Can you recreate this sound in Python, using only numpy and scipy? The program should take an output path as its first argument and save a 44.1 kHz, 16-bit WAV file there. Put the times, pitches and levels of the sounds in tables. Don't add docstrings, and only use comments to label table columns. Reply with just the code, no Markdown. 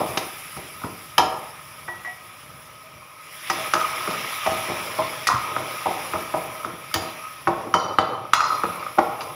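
import sys
import numpy as np
from scipy import signal
from scipy.io import wavfile
from scipy.ndimage import uniform_filter1d

SR = 44100
rng = np.random.default_rng(int(sys.argv[2]) if len(sys.argv) > 2 else 0)


def amp(db):
    return 10 ** (np.asarray(db, float) / 20)


def write(x):
    x = np.atleast_2d(x).T
    wavfile.write(sys.argv[1], SR, np.round(np.clip(x, -1, 1) * 32767).astype(np.int16))


N = 412328

# hz, level_db, t60_s
PAN_MODES = [(296, 10, 0.11), (347.7, 15.5, 0.34), (438, -5, 0.21), (620, -40, 0.34), (620, 23, 0.35),
             (645, 19.5, .4), (779, 22, 0.26), (858, 5, 0.2), (932, 7, 0.33), (1028, 13, .3),
             (1250, -23, .3), (1620, -50, 0.34), (1690, -16, 0.22)]
# start_s, hold_s, level_db, release_db_per_s
SKID_STROKES = [(.1, .01, -45, 80), (.36, 0.018, -46, 1), (1.24, .1, -38.5, 80), (3.64, .04, -36.5, 150),
                (3.77, 0.032, -26.5, 33), (4.08, 0.072, -33, 45), (4.3, .1, -34.5, 68),
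                (4.44, 0.065, -30.5, 38), (5.33, 0.039, -29, 39), (5.7, 0.59, -37.5, 30),
                (6.35, .01, -34.5, 44), (6.6, 0.069, -36.5, 46), (7.02, 0.26, -39.5, 48),
                (7.52, .01, -44, 174), (7.89, .01, -46, 198), (8.37, 0.15, -23.5, 57),
                (9.1, 0.15, -41.5, 75)]
SKID_RISE, SKID_REST_DB = 540, -50.5
CUP_HZ = 1260


def evened(x):
    return x / np.sqrt(np.mean(x ** 2) + 1e-20)


def read(points, hz):
    f, value = np.transpose(points)
    return np.interp(np.log(hz + 1), np.log(f + 1), value)


def add(mix, s, sound):
    part = mix[max(round(s * SR), 0):][:len(sound)]
    part += sound[:len(part)]


def coloured(x, spectrum):
    size = 8192
    gain_db = read(spectrum, abs(np.fft.fftfreq(size, 1 / SR)))
    log_gain = np.log(amp(np.maximum(gain_db, -100)))
    taps = np.fft.ifft(np.exp(np.conj(signal.hilbert(log_gain)))).real[:size // 2]
    return signal.oaconvolve(x, taps)[:N]


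def resonate(x, hz, width):
    return signal.lfilter(*signal.iirpeak(hz, hz / width, SR), x)


def bursts(per_s, spread_db, hiss):
    sizes = amp(spread_db * np.minimum(rng.exponential(1, N), 3)) * rng.choice([-1., 1.], N)
    clicks = sizes * (rng.random(N) < per_s / SR)
    return evened(clicks) + hiss * rng.standard_normal(N)


def flutter(db, seconds):
    return amp(db * evened(uniform_filter1d(rng.standard_normal(N), int(seconds * SR))))


def patchy(x, db):
    z = signal.stft(x, nperseg=512)[2]
    spots = uniform_filter1d(rng.standard_normal(z.shape), size=6, axis=0)
    spots = uniform_filter1d(spots, size=10, axis=1)
    return signal.istft(z * amp(db * evened(spots)), nperseg=512)[1][:N]


def strokes(rows, rise, rest_db):
    t = np.linspace(0, N / SR, num=3000)
    s, hold, db, release = np.transpose(rows)[:, :, None]
    level_db = db - rise * np.maximum(s - t, 0) - release * np.maximum(t - s - hold, 0)
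    return np.interp(np.arange(N) / SR, t, amp(np.maximum(level_db.max(0), rest_db)))


def kitchen(x):
    # hz, t60_s
    room_decay = [(100, 0.26), (1000, 0.8), (2500, .55), (5000, 0.45), (12000, 0.35)]
    taps = np.zeros(SR)
    at = np.arange(300, SR - 20, 20)
    taps[at + rng.integers(0, 20, len(at))] = rng.choice([-1., 1.], len(at))
    hz, t, z = signal.stft(taps, SR, nperseg=256)
    decay = amp(-60 * t / read(room_decay, hz)[:, None])
    tail = signal.istft(z * decay, SR, nperseg=256)[1]
    return signal.fftconvolve(x, tail / np.linalg.norm(tail))[:N]


def burner():
    # hz, density_db_per_hz
    flame_spectrum = [(15, -80), (25, -38), (60, -7), (147, 3.5), (220, -10.5), (237, -6.5), (438, -15.5),
                      (487, -14.5), (647, -6.5), (687, -37), (900, -56), (1170, -47), (1980, -120)]
    # time_s, level_db
    guttering = [(1.45, -55), (1.82, -55), (1.84, -49), (2.36, -57), (2.49, -50), (2.83, -58.5),
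                 (2.96, -49.5), (3.05, -60), (3.45, -57)]
    usual_db = -53.5
    level_db = np.interp(np.arange(N) / SR, *np.transpose(guttering), left=usual_db, right=usual_db)
    return amp(level_db) * evened(coloured(rng.standard_normal(N), flame_spectrum)) * flutter(1.5, 0.07)


def boiling():
    # time_s, level_db
    heat = [(0.0, -42.5), (0.18, -43), (0.86, -49), (2.71, -54.5), (2.91, -57), (3.19, -56.5), (3.38, -45),
            (3.54, -42), (4.53, -40), (5.31, -45), (5.94, -43.5), (6.55, -49), (6.78, -53.5), (7.0, -48),
            (8.1, -60.5), (8.38, -61), (8.52, -48.5), (8.98, -52.5), (9.35, -54)]
    fizz_db, dry_roar_db, wet_roar_db, simmer_db = 4.5, 2.5, 7.5, -52.5
    pour_s, soak_s = 3.37, 0.13
    t = np.arange(N) / SR
    heat_db = np.interp(t, *np.transpose(heat))
    wet_db = np.interp(t, [pour_s, pour_s + soak_s], [dry_roar_db, wet_roar_db])
    smear = amp(-31) * strokes(SKID_STROKES, SKID_RISE, SKID_REST_DB)
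    roar_gain = np.sqrt(amp(heat_db + wet_db) ** 2 + amp(simmer_db) ** 2 + smear ** 2)
    return amp(heat_db + fizz_db), roar_gain


def sizzle():
    # hz, density_db_per_hz
    fizz_spectrum = [(2060, -12), (3500, -8), (4080, -16), (5190, 4.5), (5820, -14), (6320, -10.5),
                     (7460, -5.5), (8050, -12), (9810, 4), (10800, 4), (13600, -7), (15000, -1), (16000, 2)]
    # hz, density_db_per_hz
    roar_spectrum = [(290, -32), (500, -29), (610, -10.5), (674, -15.5), (831, -16.5), (1060, -13),
                     (1260, -4), (1540, -8), (2240, -3), (2930, -8), (3490, -8.5), (4400, -19),
                     (5800, -11.5), (6340, -27), (7000, -22.5), (9100, -68), (15400, -120)]
    # time_s, top_fizz_db
    fineness_of_bubbles = [(0, 0), (1.5, 1), (2.6, -1), (3.4, -0.5), (4.3, -1.5), (5.2, -1.5), (6.2, 1),
                           (6.6, 4.5), (6.95, 2), (7.6, 1.5), (8.3, 3), (9.35, 4.5)]
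    # hz, width_hz, level_db (all sound at one level here)
    glints = [(2340, 250, 0), (5380, 43, -8), (5900, 37, -8), (6570, 230, -16), (11440, 2000, -11)]
    fizz = evened(coloured(bursts(per_s=2100, spread_db=-5.0, hiss=1.9), fizz_spectrum)) * flutter(1.0, 0.038)
    roar = evened(coloured(bursts(per_s=1500, spread_db=0.5, hiss=1.7), roar_spectrum)) * flutter(0.12, 0.0097)
    top_db = np.interp(np.arange(N) / SR, *np.transpose(fineness_of_bubbles))
    fizz = fizz + (amp(top_db) - 1) * resonate(fizz, 12500, 5000)
    fizz_gain, roar_gain = boiling()
    both = patchy(fizz_gain * fizz + roar_gain * roar, db=1.6)
    return both + 0.35 * sum(resonate(both, hz, width) for hz, width, db in glints)


def scrape():
    # hz, density_db_per_hz
    wet_spectrum = [(47, -41), (80, -17), (102, 10), (269, -6), (376, -3), (509, 8.5), (629, -6.5),
                    (689, -6), (1260, 5), (1540, -14.5), (3000, -17), (3900, -79), (6600, -120)]
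    # hz, density_db_per_hz
    bare_spectrum = [(410, -70.5), (700, -15.5), (1050, 3), (1180, -2.5), (1270, 6), (1650, -49),
                     (1930, -7.5), (2100, -44), (3160, -49), (4310, -51), (9000, -42), (11700, -67),
                     (19800, -120)]
    # start_s, hold_s, level_db, release_db_per_s
    sweep_strokes = [(0, 0.0049, -19, 142), (.12, 0.11, -32.5, 206), (1.37, 0.02, -32.5, 141),
                     (3.62, 0.064, -34.5, 280), (4.0, 0.25, -35, 62), (4.63, 0.38, -32.5, 30),
                     (4.98, .04, -30.5, 36), (5.5, 0.21, -32, 54), (6.03, .02, -33, 40),
                     (6.35, 0.11, -34.5, 27), (7.11, .01, -39.5, 43), (7.65, 0.013, -30, 197),
                     (7.89, 0.026, -23.5, 257), (8.14, 0.0089, -26.5, 83), (8.49, 0.049, -30.5, 70),
                     (8.66, 0.19, -34.5, 72), (9.17, 0.14, -33.5, 52)]
    slips = bursts(per_s=900, spread_db=3.5, hiss=1.1)
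    bowl = sum(amp(db / 2) * resonate(slips, hz, 32) for hz, db, t60 in PAN_MODES)
    wet = evened(coloured(0.9 * slips + 2.05 * bowl, wet_spectrum)) * flutter(1.2, .015)
    chatter = bursts(per_s=880, spread_db=4.0, hiss=0.78)
    cup = resonate(chatter, CUP_HZ, 95)
    bare = evened(coloured(chatter + 1.9 * cup, bare_spectrum)) * flutter(1.6, .008)
    wet_gain = amp(-4.0) * strokes(sweep_strokes, rise=78, rest_db=-49.5)
    bare_gain = amp(-1.0) * strokes(SKID_STROKES, SKID_RISE, SKID_REST_DB)
    return wet_gain * wet + bare_gain * bare


def ticks():
    # start_s, level_db
    catches = [(0.0358, -32), (0.098, -23), (0.1575, -23), (1.3733, -26), (3.5339, -21), (3.579, -20),
               (3.659, -19), (3.8126, -14), (3.8327, -27), (4.0422, -24), (4.1465, -13), (4.2117, -30),
               (4.383, -24), (4.434, -15), (4.4705, -14), (5.021, -17), (5.1343, -17.5), (5.3187, -7),
               (5.3317, -12), (5.3388, -14), (5.3594, -13), (5.368, -14), (5.4922, -28), (5.7678, -27),
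               (5.8114, -20), (5.954, -30), (6.0485, -26), (6.157, -13), (6.323, -25), (7.486, -23),
               (7.939, -17), (8.06, -22), (8.252, -20), (8.3712, -17), (8.4408, -7), (8.4549, -9),
               (8.4838, -14), (8.5038, -9), (8.542, -14), (8.653, -12), (8.6905, -15), (8.71, -27),
               (8.764, -30), (9.0945, -21), (9.117, -20), (6.913, -21), (8.826, -18.5), (8.865, -13),
               (1.227, -24), (7.196, -27), (7.22, -29), (7.25, -26)]
    t, out = np.arange(SR // 30) / SR, np.zeros(N)
    rise_s, fall_s = 0.0021, 0.0034
    envelope = (1 - np.exp(-t / rise_s)) * np.exp(-t / fall_s)
    for (s, db), off in zip(catches, rng.uniform(-0.057, 0.032, len(catches))):
        add(out, s, amp(db + 3) * np.sin(2 * np.pi * CUP_HZ * (1 + off) * t) * envelope)
    return out


def thumps():
    # start_s, level_db, pitch_hz, t60_s
    rocks = [(0.09, -21, 131, 0.12), (0.566, -26, 139, 0.26), (0.84, -29, 104, 0.43), (1.2, -22, 300, .3),
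             (1.2015, -4, 950, .025), (1.893, -30, 1000, .1), (1.917, -32, 900, .1), (1.942, -33, 1280, .1),
             (2.075, -31, 2040, .06), (1.21, -15, 760, .2), (2.074, -30, 732, .3), (2.835, -42, 640, .3),
             (3.02, -40, 1080, .6), (3.03, -40, 2500, .08), (3.585, -23, 640, .15), (4.075, -25, 430, .15),
             (4.464, -17, 629, .15), (4.472, -19, 650, .15), (4.478, -27, 96, 0.17), (4.709, -30, 115, 0.3),
             (4.988, -17, 637, 0.3), (5.303, -15, 1040, .1), (5.336, -19, 230, .06),
             (5.342, -13, 120, 0.08), (5.868, -30, 105, 0.2), (6.343, -24, 145, 0.18),
             (6.48, -28, 140, .15), (6.95, -24, 330, .5), (6.956, -21, 97, 0.15), (7.467, -24, 141, 0.3),
             (7.482, -17, 345, .24), (7.747, -26, 100, 0.37), (7.979, -28, 105, 0.3), (8.375, -31, 130, .1),
             (8.984, -17, 290, .07), (8.978, -30, 105, 0.2), (8.984, -19, 345, .2)]
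    t, out = np.arange(SR // 2) / SR, np.zeros(N)
    for s, db, hz, t60 in rocks:
        decay = amp(db - 3.5 - 60 * t / t60)
        add(out, s, decay * np.sin(2 * np.pi * hz * t) * (1 - np.exp(-t / 0.00024)))
    return out


def ring(modes, hits, db, smear, contact, count, waver_db=5):
    t, out = np.float32(np.arange(SR // 2) / SR), np.zeros(N)
    hz, mode_db, t60 = np.float32(np.transpose(modes)[:, :, None])
    longest_s, stray_damp = 1.2, 1.5
    for s, hit_db, share in hits:
        split, lag = np.float32(rng.uniform(-1.016, 1, (2, count, len(modes), 1)))
        split = split * abs(split) * (np.arange(count) > 0)[:, None, None]
        decay_rate = np.float32(np.log(1000) / share) * (1 + stray_damp * abs(split)) / np.minimum(t60, longest_s)
        phase = np.float32(2 * np.pi) * (hz * (1 + smear * split) * t + 0.27 * lag)
        cluster = (np.exp(-decay_rate * t) * np.sin(phase)).sum(0) / np.sqrt(count)
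        waver = uniform_filter1d(rng.standard_normal(cluster.shape), 400)
        waver = evened(uniform_filter1d(waver, 400))
        gain = amp(mode_db + waver_db * waver * np.minimum(t / 0.011, 1))
        sound = (gain * cluster).sum(0) * (1 - np.exp(-t / 0.00035))
        add(out, s, amp(hit_db + db) * sound * (1 + contact * np.exp(-t / 0.0055)))
    return out


def haze():
    # hz, level_db, t60_s
    haze_modes = [(2610, -4, 0.24), (3530, -9, 0.67), (4120, 0, 0.92), (4830, -5, 0.83),
                  (5820, -11.5, 0.96), (6820, -5.5, 0.63)]
    # start_s, level_db, decay_share
    haze_hits = [(1.181, -23.5, 0.66), (7.741, -27.5, 1), (7.985, -33, 0.75), (8.334, -24, 1),
                 (8.441, -29, 1), (5.27, -27, 0.64), (6.949, -26, 0.87)]
    return ring(haze_modes, haze_hits, -11.5, smear=.14, contact=0.11, count=14)


def graze():
    # hz, level_db, t60_s
    graze_modes = [(2365, 1.5, 0.14), (2780, -1, 0.11), (4000, -3, 0.14), (4750, -2, 0.43),
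                   (5200, -9, 0.22), (6100, -14, .15)]
    # start_s, level_db, decay_share
    graze_hits = [(.172, -34.5, 0.39), (9.207, -37, 0.54), (12, -42.5, 1), (8.795, -46, 1)]
    return ring(graze_modes, graze_hits, -2.5, smear=.028, contact=1.4, count=5)


def pot_taps():
    # hz, level_db, t60_s
    side_modes = [(350, -9, .5), (732, -5, .42), (1260, -2, .12), (1520, -1, .1), (1750, -10, .25),
                  (1930, -1, .5)]
    # start_s, level_db, decay_share
    side_hits = [(1.879, -25, 1)]
    # hz, level_db, t60_s
    lip_modes = [(1130, -5, .1), (1700, -13, .12), (1930, 0, .36), (2050, -8, .07), (2270, -16, .5)]
    # start_s, level_db, decay_share
    lip_hits = [(2.048, -22, 1)]
    side = ring(side_modes, side_hits, -9.0, smear=.004, contact=0.091, count=1, waver_db=3.5)
    lip = ring(lip_modes, lip_hits, -9.0, smear=.004, contact=0.091, count=1, waver_db=3.5)
    return side + lip


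def rim_ring():
    # hz, level_db, t60_s
    rim_modes = [(1640, 0, 0.12), (2430, -10, 0.3), (3170, -7, 0.5), (3440, -12, .4), (4500, -14, .3),
                 (5114, -5, 0.3), (5400, -13, 0.6), (5900, -14, .4), (6810, -10, .15), (10250, -3, 0.12),
                 (11830, 3, 0.086), (3080, 4, .06)]
    # start_s, level_db, decay_share
    rim_hits = [(1.181, -18, 0.61)]
    clip_modes = [(12500, 0, .04), (14800, 7, .05)]
    # start_s, level_db, decay_share
    clip_hits = [(6.941, -12, 1)]
    rim = ring(rim_modes, rim_hits, -6.0, smear=.04, contact=2.7, count=7)
    return rim + ring(clip_modes, clip_hits, -6, smear=.14, contact=1.1, count=8)


def wall_ring():
    # hz, level_db, t60_s
    wall_modes = [(1923, 6, 0.23), (2390, 5, 0.085), (2760, -6, 0.85), (3120, -21, 0.35), (3800, -23, 0.98),
                  (4230, -15, 1), (4750, -17, 1), (4990, -3, 0.67), (5100, -11, 0.66), (6000, -7, 1),
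                  (5760, -38, 0.7), (6560, -12, 0.16), (7300, -20, .3), (2430, 3, .1)]
    # start_s, level_db, decay_share
    wall_hits = [(3.501, -12, 0.4), (5.2703, -16.5, 1)]
    # hz, level_db, t60_s
    rebound_modes = [(1810, -5, 0.18), (2213, -2.5, 0.13), (3065, 1, .3), (3607, -4, .3), (4820, 0, 0.56),
                     (4300, -17, .5), (5430, -9, 0.49), (5840, -16, 0.37), (7000, -2, 0.24)]
    # start_s, level_db, decay_share
    rebound_hits = [
        (6.9404, -19, .6),
        (6.959, -24, 0.92),
    ]
    # hz, level_db, t60_s
    clang_modes = [(1960, -1, .6), (2492, -7, .6), (2692, -8, .5), (3429, -9, .8), (3924, -6, .9),
                   (4177, -2, 1.2), (4823, -4, .9), (5120, -7, 1), (5620, -7, 1), (5809, -7, .7),
                   (6150, -6, .8), (6729, -7, .8), (7321, -10, .7), (4250, -7, 1.1)]
    # start_s, level_db, decay_share
    clang_hits = [(8.3334, -16.5, 0.85), (8.35, -29, 0.65), (8.404, -23, 1), (8.44, -26, 0.95)]
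    wall = ring(wall_modes, wall_hits, -19.5, smear=.06, contact=0.76, count=8)
    wall += ring(rebound_modes, rebound_hits, -12.5, smear=.06, contact=1.7, count=6)
    return wall + ring(clang_modes, clang_hits, -18.0, smear=.028, contact=2.4, count=7)


def ladle_ring():
    # hz, level_db, t60_s
    flat_modes = [(2869, -9, 0.4), (3031, 5, 1.0), (3070, 2, .9), (3451, -8, 0.6), (3784, -6, .9),
                  (4161, -6, 0.7), (4450, -7, .7), (4640, -1, .9), (5093, -9, .7), (5400, -12, .6),
                  (5792, -2, 0.8), (5900, -7, .6), (6605, -9, 0.4), (6831, -10, 0.5)]
    # start_s, level_db, decay_share
    flat_hits = [(7.7394, -20.5, 1)]
    # hz, level_db, t60_s
    ladle_modes = [(2003, -12, .25), (3031, -2, 0.65), (3055, -4, 0.65), (3456, -13, 0.6), (3601, -18, 0.6),
                   (3784, -11, 1.1), (3989, -12, .8), (4172, -11, .75), (4640, -10, .75), (5800, -22, 0.25),
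                   (7251, -24, 0.2)]
    # start_s, level_db, decay_share
    ladle_hits = [(7.9861, -19, 1)]
    flat = ring(flat_modes, flat_hits, -19.5, smear=.014, contact=2.0, count=6)
    return flat + ring(ladle_modes, ladle_hits, -13.5, smear=.014, contact=3.9, count=4)


def blows():
    # start_s, crack_db, boom_db, brightness_db
    landings = [(0.172, -4.5, -18.5, -5.5), (0.566, -14, -28.5, -16), (0.837, -6.5, -23.5, -24),
                (3.499, 4.5, -12, -11.5), (3.736, 9.5, -11, -14.5), (4.075, 0, -25.5, -21),
                (4.101, -26, -22, -7), (4.684, -18, -25, -24), (5.27, 1, -14, -0.5), (5.328, 2, -32, -30),
                (5.564, 3.5, -21.5, -34), (6.135, -0.5, -19, -28), (6.647, 0, -23, -22),
                (6.941, 0.5, -16.5, -4), (7.472, 10.5, -12.5, -33), (7.74, 12.5, -10.5, -24),
                (7.985, 14.5, -13.5, -29.5), (8.635, 3, -22.5, -29), (8.984, 3.5, -13, -27.5)]
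    # start_s, crack_db, boom_db, brightness_db, boom_centre_hz
    deep = [(0.002, -31, -20.5, -52, 740), (0.086, -29, -31, -5, 616), (0.914, -26, -46, -23, 622),
            (1.18, 6, -10, -13, 854), (1.211, -11, -22, -30, 557), (4.462, -5, -15.5, -19, 710),
            (4.509, -19, -26, -3, 650), (4.709, -8, -27, -22, 630), (4.986, -7, -17.5, -41, 895),
            (5.857, -13, -14, -43, 855), (6.339, -4, -18.5, -36, 684), (6.959, -12, -23, -18, 805),
            (7.02, -29, -27, -39, 645), (7.663, -26, -31, -40, 635), (8.975, -29, -16, -56, 620)]
    # start_s, crack_db, boom_db, brightness_db
    glances = [(0.813, -38, -32, -20), (1.202, 2.5, -14, -42), (1.226, -11, -33, -26),
               (1.883, -14, -29, -29), (2.049, -18, -35, -19), (2.429, -23, -53, -9), (3.753, 6, -51, -36),
               (3.809, -15, -28, -1), (5.288, 10, -11.5, -44), (5.305, -1, -17.5, -34),
               (5.348, 0, -36, -28), (8.334, 13.5, -11.5, -15), (8.405, 6.5, -15, -24),
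               (8.827, -16, -33, -30), (8.864, -12, -37.5, -34), (9.209, -10, -24, -17)]
    shaking = [(*row, 1240) for row in landings] + deep
    sparing = [(*row, 1340) for row in glances]
    hits = []
    for stove_db, rows in [(-40.5, shaking), (-77, sparing)]:
        for s, crack_db, boom_db, bright_db, centre_hz in rows:
            thud_db = min(stove_db - boom_db, 6)
            hits.append((s, crack_db, boom_db, thud_db, bright_db, centre_hz))
    return sorted(hits)


def boom_spectrum(thud_db, bright_db, centre_hz):
    return sorted([
        (80, thud_db - 0.5), (220, thud_db + 9), (0.75 * centre_hz + 50, -6), (centre_hz, 0),
        (1400, -5.5 * np.log2(1500 / centre_hz)), (1650, -1.5 + .5 * bright_db),
        (2300, 0.5 + 0.36 * bright_db), (3200, bright_db + 5.5),
        (6500, bright_db - 4.5), (11000, bright_db - 32)])


def knocks():
    # hz, t60_s
    crowd_decay = [(100, 0.67), (600, 0.59), (1300, 0.037), (3000, 0.044), (8000, 0.2)]
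    t = (np.arange(SR // 2) / SR).astype(np.float32)
    crowd_hz = 90 + 13000 * rng.random(700) ** 2.2
    hz = np.concatenate([[m[0] for m in PAN_MODES], crowd_hz]).astype(np.float32)
    own_db = np.concatenate([[0.64 + 0.4 * m[1] for m in PAN_MODES], 0 * crowd_hz])
    fade = np.exp(np.outer(np.float32(-np.log(1000) / read(crowd_decay, hz)), t))
    turn = np.outer(np.float32(2 * np.pi) * hz, t)
    hits, out = blows(), np.zeros(N)
    luck = rng.standard_normal((len(hits), 2, len(hz)))
    grit = rng.standard_normal((len(hits), len(t) // 16))
    gains = [amp(own_db + read(boom_spectrum(*hit[3:]), hz)) for hit in hits]
    gains = gains / np.linalg.norm(gains, axis=1, keepdims=True)
    booms = np.float32(gains * luck[:, 0]) @ (fade * np.cos(turn))
    booms -= np.float32(gains * luck[:, 1]) @ (fade * np.sin(turn))
    booms *= 1 - np.exp(-t / 0.0029)
    rattle = uniform_filter1d(rng.standard_normal(booms.shape), 400, axis=1)
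    booms *= amp(3.6 * evened(rattle)) * (0.55 + 0.92 * np.exp(-t / 0.037))
    u = t[:grit.shape[1]]
    cup = np.sin(2 * np.pi * CUP_HZ * u) * (1 - np.exp(-u / 0.00052)) * np.exp(-u / 0.0024)
    for (s, crack_db, boom_db, thud_db, bright_db, centre_hz), boom, g in zip(hits, booms, grit):
        tick = amp(bright_db - 3.5) * g * np.exp(-u / 0.0087)
        add(out, s + 0.00037, amp(boom_db - 3.0) * boom)
        add(out, s + .0004, amp(crack_db - 9.0) * (0.94 * cup + tick))
    return out


def scene():
    # hz, level_db
    mic_response = [(30, -55), (70, -1.5), (110, -3.5), (1330, -1), (1620, 0.5), (2100, 2), (3400, -3),
                    (4400, -3.5), (5500, 1.5), (8200, -10), (10500, -2), (13500, -18.5), (15500, -12),
                    (16500, -23)]
    steady = burner() + sizzle() + scrape()
    pan = thumps() + knocks()
    steel = haze() + graze() + pot_taps() + rim_ring() + wall_ring() + ladle_ring()
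    metal = coloured(pan + steel + ticks(), mic_response)
    return (metal + amp(-8.0) * kitchen(metal) + steady)[None]


def low_pass(x):
    return signal.sosfilt(signal.butter(12, 16800, fs=SR, output="sos"), x)


def lowpass(x, hz):
    taps = signal.firwin(1023, hz, window=("kaiser", 9), fs=SR)
    return signal.oaconvolve(x, taps[None], "same")


def record(dry):
    limited = dry / (1 + (abs(dry) / .9) ** 6) ** (1 / 6)
    low = lowpass(limited, 15650)
    top = lowpass(limited, 16700) - low
    quick = uniform_filter1d(top ** 2, 300)
    slow = uniform_filter1d(top ** 2, 4000, origin=1999)
    gate = uniform_filter1d(1. * (quick > 7 * slow), 300)
    return low_pass(low + top * gate)


dry = scene()
out = record(dry)
write(out)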